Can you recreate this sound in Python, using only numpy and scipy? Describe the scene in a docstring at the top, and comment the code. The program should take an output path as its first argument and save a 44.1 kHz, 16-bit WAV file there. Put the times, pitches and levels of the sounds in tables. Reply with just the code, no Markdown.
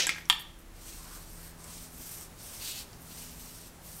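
"""In a small quiet room, two palms squelch hair product between them and part with a wet smack.
Air pockets burst in the product with tiny pops, and its film fizzes as the palms peel apart.
The hands then slide down wet hair, stroke after stroke: strands hiss, with small sticky ticks,
and damp skin drags with a hollow note. Under it lie rustling cloth, room noise, a short deep
rumble and a faint low hum, as of a distant motor."""
import sys
import numpy as np
from scipy import signal
from scipy.fft import rfft, irfft
from scipy.io import wavfile

SR = 44100
rng = np.random.default_rng(int(sys.argv[2]) if len(sys.argv) > 2 else 0)


def dump_mix(stems):
    """Bounce the given channels to the path in sys.argv[1] as a 16-bit WAV at rate SR."""
    frames = np.atleast_2d(stems).T  # one column per channel
    limited = np.clip(frames, -1, 1)  # hard clip at full scale
    pcm = np.round(limited * 32767).astype(np.int16)
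    wavfile.write(sys.argv[1], SR, pcm)


N = 176400
TIME = np.arange(N) / SR
FREQUENCIES = np.arange(N // 2 + 1) * SR / N
CUTOFF_HZ = 15750

# the tone of tiny wet bubbles: (frequency [Hz], level [dB])
FIZZ_SPECTRUM = [(2000, -36), (6500, -20), (8600, -1.5), (10500, -4), (13500, 3), (16000, -14.5)]


def from_db(db):
    """Turn decibels into a factor to multiply by."""
    return 10 ** (np.asarray(db) / 20)


def rms_one(x):
    """Scale a signal so that its average power is 1."""
    return x / np.sqrt(np.mean(x ** 2) + 1e-20)


def fade(t, ring_s):
    """Die away by 60 dB in the ring time."""
    return from_db(-60 * t / ring_s)


def level_curve(rows):
    """Join (time [s], level [dB]) points into a volume curve."""
    return from_db(np.interp(TIME, *np.transpose(rows)))


def at_hz(points, hz):
    """Read between a table's frequencies, giving each octave equal space."""
    known_hz, values = np.transpose(points)
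    return np.interp(np.log(np.maximum(hz, 1)), np.log(known_hz), values)


def coloured(x, spectrum):
    """Give a noise the tone in a table, at an average power of 1."""
    return rms_one(irfft(rfft(x) * from_db(at_hz(spectrum, FREQUENCIES)), N))


def filtered(x, kind, hz):
    """Gently keep the lows, the highs or one band."""
    return signal.sosfilt(signal.butter(2, hz, kind, fs=SR, output="sos"), x)


def drift(rate_hz):
    """A slow random wander, about 1 in size."""
    return rms_one(irfft(rfft(rng.standard_normal(N)) / (1 + (FREQUENCIES / rate_hz) ** 2), N))


def grains(spectrum, per_s, spread_db):
    """Many tiny random clicks of uneven size that blur into a hiss."""
    sizes = from_db(spread_db * np.minimum(rng.exponential(1, N), 5))
    happens = rng.random(N) < per_s / SR
    return coloured(happens * sizes * rng.standard_normal(N), spectrum)


def swell(start, end, rise_s, fall_s):
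    """A smooth rise centred on start and a smooth fall centred on end."""
    rise = np.clip(.5 + (TIME - start) / rise_s, 0, 1)
    fall = np.clip(.5 + (end - TIME) / fall_s, 0, 1)
    return np.sin(np.pi / 2 * rise * fall)


def squelch():
    """Product squelches as the palms squeeze it."""
    # how loud the squeeze is: (time [s], level [dB])
    squeeze = [(0, -21), (.012, -29), (.04, -30.5), (.065, -42), (.11, -40), (.16, -54), (.2, -61),
               (.24, -76), (.29, -76)]
    # its tone: (frequency [Hz], level [dB])
    spectrum = [(150, -48), (400, -4.5), (700, -14.5), (1150, -16.5), (1800, -5), (3000, 0), (4200, -5),
                (6100, -1.5), (8000, -14.5), (11000, -21.5), (16000, -30)]
    return level_curve(squeeze) * grains(spectrum, per_s=14000, spread_db=0)


def cloth():
    """Sleeves and a towel rustle while the arms move."""
    # how loud the rustle is: (time [s], level [dB])
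    rustle = [(0, -56), (.65, -60.5), (.85, -54.5), (1.5, -55), (2.2, -53), (2.8, -52), (3.3, -53.5),
              (3.7, -54.5), (4, -52.5)]
    # its tone: (frequency [Hz], level [dB])
    spectrum = [(30, -5), (90, -1.5), (200, -5), (400, -11), (800, -11.5), (1300, -15), (2500, -24.5),
                (8000, -20.5), (16000, -25.5)]
    return level_curve(rustle) * coloured(rng.standard_normal(N), spectrum)


def background():
    """Steady room noise, a wavering motor-like hum and a deep rumble that comes and goes."""
    # the tone of the room noise: (frequency [Hz], level [dB])
    noise_spectrum = [(15, -7), (35, 1), (55, 0.5), (100, -8), (200, -15), (500, -18.5), (1000, -22.5),
                      (2000, -23), (5000, -32), (13000, -34), (16000, -42.5)]
    # the hum's steadier tones: (multiple of its pitch, level [dB])
    steady_tones = [(1, -68), (4, -73), (5, -74)]
    # its two strongest tones swell: (time [s], level at 2 x pitch [dB], level at 3 x pitch [dB])
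    hum_swells = [(0.199, -59.5, -62.5), (.8, -68.5, -70), (1.5, -57, -70), (1.75, -57.5, -62.5),
                  (2.0, -60, -53.5), (2.402, -59, -77), (2.9, -63.5, -68), (3.27, -63.5, -56.5),
                  (3.7, -69, -61), (4, -64, -72)]
    hum_hz, rumble_hz, waver_db = 83, 35, 4
    phase_per_hz = 2 * np.pi * np.cumsum(1 + .004 * drift(2)) / SR  # the pitch wanders slightly
    times, second_db, third_db = np.transpose(hum_swells)
    swelling_tones = [(2, np.interp(TIME, times, second_db)), (3, np.interp(TIME, times, third_db))]
    hum = sum(from_db(db + waver_db * drift(.52)) * np.sin(multiple * hum_hz * phase_per_hz)
              for multiple, db in list(steady_tones) + swelling_tones)
    rumble = from_db(-52) * swell(.48, 1.57, .14, .14) * np.sin(rumble_hz * phase_per_hz)
    noise = from_db(-54) * coloured(rng.standard_normal(N), noise_spectrum)
    return np.sqrt(2) * (hum + rumble) + noise


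def burst(start, db, tones):
    """Air breaks through wet product: a short crack and a few briefly ringing tones."""
    t, out = TIME[:SR // 20], np.zeros(N + SR)
    crack = from_db(-8.5) * fade(t, ring_s=.0077) * rng.standard_normal(len(t))
    sound = filtered(crack, "low", hz=9600)
    for hz, tone_db, ring_s in tones:
        if hz < CUTOFF_HZ:
            sound += from_db(tone_db) * fade(t, ring_s) * np.sin(2 * np.pi * hz * t)
    quick_rise = 1 - np.exp(-t / .00032)
    first = int(start * SR)
    out[first:first + len(t)] = from_db(db) * sound * quick_rise
    return out[:N]


def pops():
    """Small air pockets burst in the product, each with its own pitch."""
    # the pockets: (time [s], level [dB], pitch [Hz], ring time [s])
    pockets = [(0.0688, -7.5, 7670, 0.0027), (0.0711, -28, 1653, 0.033), (0.0926, -6, 2220, 0.0034),
               (0.16, -33, 1670, 0.018), (.1826, -25.5, 1870, 0.0055), (0.255, -34, 5800, 0.0036),
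               (0.3977, -29.5, 9700, 0.003), (.5887, -48, 9000, .006), (1.332, -36, 11600, .004),
               (1.6423, -30, 7700, 0.0032), (2.0925, -27, 9000, .003), (2.211, -29, 8150, .003),
               (2.649, -24, 8800, 0.0027), (2.931, -34, 4830, 0.0026)]
    # the tones of every pocket: (multiple of its pitch, level [dB], multiple of its ring time)
    pocket_tones = [(.55, -24, 1.73), (1.0, 3.5, 1.0), (1.48, -3.5, 0.89)]
    out = np.zeros(N)
    for start, db, hz, ring_s in pockets:
        tones = [(hz * ratio, tone_db, ring_s * stretch) for ratio, tone_db, stretch in pocket_tones]
        out += burst(start, db, tones)
    return out


def fizz():
    """Tiny wet bubbles crackle in the product."""
    return grains(FIZZ_SPECTRUM, per_s=7600, spread_db=2.5)


def peeling_film():
    """The film of product fizzes as the palms peel apart."""
    # moments of peeling: (start [s], end [s], level [dB])
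    peels = [(0.15, 0.22, -61), (0.29, 0.354, -53.5), (0.39, 0.424, -52), (0.587, .62, -62)]
    return fizz() * sum(from_db(db) * swell(start, end, .012, .012) for start, end, db in peels)


def smack():
    """The palms come unstuck and the hollow between them rings."""
    # the hollow's tones: (frequency [Hz], level [dB], ring time [s])
    hollow_tones = [(380, -37, 0.02), (973, -17.5, 0.023), (1206, -15, 0.019), (1770, -14.5, 0.024),
                    (2480, -22, 0.0082), (2890, -5.5, 0.0079), (3210, -2.5, 0.0089), (3473, -5.5, 0.0091),
                    (4520, -17.5, 0.019), (7020, -10, 0.0052), (8610, -15, 0.0077), (10250, -22, 0.019),
                    (13500, -21, .006)]
    return filtered(burst(start=.2991, db=-1.5, tones=hollow_tones), "high", hz=586)


def hair():
    """Strands slip under the hand; grip and wetness differ from stroke to stroke."""
    # the strokes: (start [s], end [s], rise [s], fall [s], hiss [dB], grip [dB], fizz [dB])
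    strokes = [(0.82, .99, 0.17, 0.23, -49.5, -56.5, -58), (1.04, 1.26, 0.14, 0.13, -53.5, -61, -59),
               (1.307, 1.511, .11, 0.034, -55, -63.5, -57.5), (1.663, 1.835, 0.21, 0.17, -47, -60, -75),
               (1.927, 2.05, 0.099, .07, -53.5, -74, -54), (2.01, 2.22, 0.044, 0.14, -47, -63, -50.5),
               (2.404, 2.625, .11, .08, -48.5, -58, -57), (2.615, 2.705, 0.064, 0.097, -45, -43.5, -51),
               (2.697, 2.808, 0.077, 0.092, -46, -42.5, -47.5), (3.01, 3.133, .035, .09, -61, -70, -57.5),
               (3.117, 3.31, 0.17, 0.18, -48, -55.5, -61), (3.365, 3.563, 0.31, 0.087, -52, -59.5, -54.5),
               (3.56, 3.685, .07, 0.056, -54.5, -61, -63), (3.856, 4.05, .09, .08, -52.5, -62.5, -52)]
    # the tone of strands on skin: (frequency [Hz], level [dB])
    hiss_spectrum = [(300, -18), (1000, -11.5), (2200, -8), (4000, -8.5), (5800, 0), (7000, -2.5),
                     (8700, 2.5), (10000, -6), (13500, -5), (16000, -12)]
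    # the tone of a firmer hold: (frequency [Hz], level [dB])
    grip_spectrum = [(300, -30), (1200, -21), (2350, -8.5), (2800, -1), (3500, -3), (4300, 2), (6000, -7),
                     (9000, -7.5), (16000, -18)]
    power = np.zeros((3, N))  # one row each for hiss, grip and fizz
    for start, end, rise_s, fall_s, *levels_db in strokes:
        progress = np.clip((TIME - start) / (end - start), 0, 1)
        arch_db = np.sin(np.pi * progress) - 1  # a little louder in mid-stroke
        shape = swell(start, end, rise_s, fall_s) * from_db(arch_db)
        power += (from_db(levels_db)[:, None] * shape) ** 2
    hiss = grains(hiss_spectrum, per_s=32000, spread_db=2.1)
    grip = grains(grip_spectrum, per_s=32000, spread_db=2.1)
    sliding = np.sum(np.sqrt(power) * [hiss, grip, fizz()], axis=0)
    unevenness = from_db(1.48 * drift(rate_hz=13))
    return swishing(sliding) * unevenness


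def swishing(x):
    """The tone shifts as the hand moves along the strands: twelve bands each swell and fade."""
    log_centres = np.log(np.geomspace(900, 15000, 12))
    log_hz, spectrum = np.log(1 + FREQUENCIES), rfft(x)
    out = np.zeros(N)
    for weights in np.eye(len(log_centres)):
        band = irfft(spectrum * np.interp(log_hz, log_centres, weights), N)
        out += band * from_db(1.1 * drift(rate_hz=7.4))
    return out


def skin_drags():
    """Damp skin drags, and the cupped hand turns the rubbing into a faint hollow note."""
    # the drags: (start [s], end [s], pitch [Hz], level [dB])
    drags = [(1.01, 1.21, 1070, -59.5), (1.06, 1.185, 1460, -58.5), (1.374, 1.52, 1660, -64),
             (1.61, 1.69, 1020, -57)]
    width_hz, edge_s = 180, .11
    out = np.zeros(N)
    for start, end, hz, db in drags:
        cupped_hand = signal.iirpeak(hz, hz / width_hz, fs=SR)
        note = rms_one(signal.lfilter(*cupped_hand, rng.standard_normal(N)))
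        out += from_db(db) * swell(start, end, edge_s, edge_s) * note
    return out


def near_echoes(x):
    """Nearby surfaces throw back slightly duller copies of a sound."""
    # one echo per surface: (delay [s], level [dB])
    echoes = [(.0009, -8.5), (.0037, -10), (0.0094, -34), (.0172, -35), (0.0274, -17), (0.027, -34),
              (0.0326, -34)]
    copies = sum(from_db(db) * np.pad(x, (int(delay * SR), 0))[:N] for delay, db in echoes)
    return filtered(copies, "low", hz=9700)


def room(x):
    """Sound scatters quickly off the furniture, then lingers and dies away band by band."""
    # how long the room rings: (frequency [Hz], ring time [s])
    ring_times = [(200, .35), (1000, 0.47), (3300, 0.4), (6000, 0.44), (14000, .22)]
    # how strongly it rings: (frequency [Hz], level [dB])
    ring_levels = [(200, -9), (1000, -7), (3300, -6.5), (6000, -10), (14000, -17)]
    t = TIME[:SR * 3 // 4]
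    edges_hz = np.geomspace(150, 17000, 11)
    noise = rng.standard_normal((3, len(t)))
    scatter = noise[2] * fade(t, ring_s=.063)
    response = from_db(-4.5) * scatter / np.linalg.norm(scatter)
    for k, (low, high) in enumerate(zip(edges_hz, edges_hz[1:])):
        hz = np.sqrt(low * high)
        tail = fade(t, at_hz(ring_times, hz))
        band = filtered(noise[k % 2], "band", [low, high])
        response += from_db(at_hz(ring_levels, hz)) * band * tail / np.linalg.norm(tail)
    build_up = np.clip(t / .0068, 0, 1)
    return signal.fftconvolve(x, response * build_up)[:N]


def scene():
    """Mix the hands, the hair and the room into one channel."""
    bursts = pops() + smack()
    hands = squelch() + bursts + near_echoes(bursts) + peeling_film()
    strokes = hair() + skin_drags()
    room_ring = room(hands + from_db(-2.5) * strokes)
    return (hands + strokes + room_ring + cloth() + background())[None]


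def record(dry):
    """Cut off the very highest treble steeply."""
    return signal.sosfilt(signal.ellip(12, .1, 80, CUTOFF_HZ, fs=SR, output="sos"), dry)


dry = scene()
out = record(dry)
dump_mix(out)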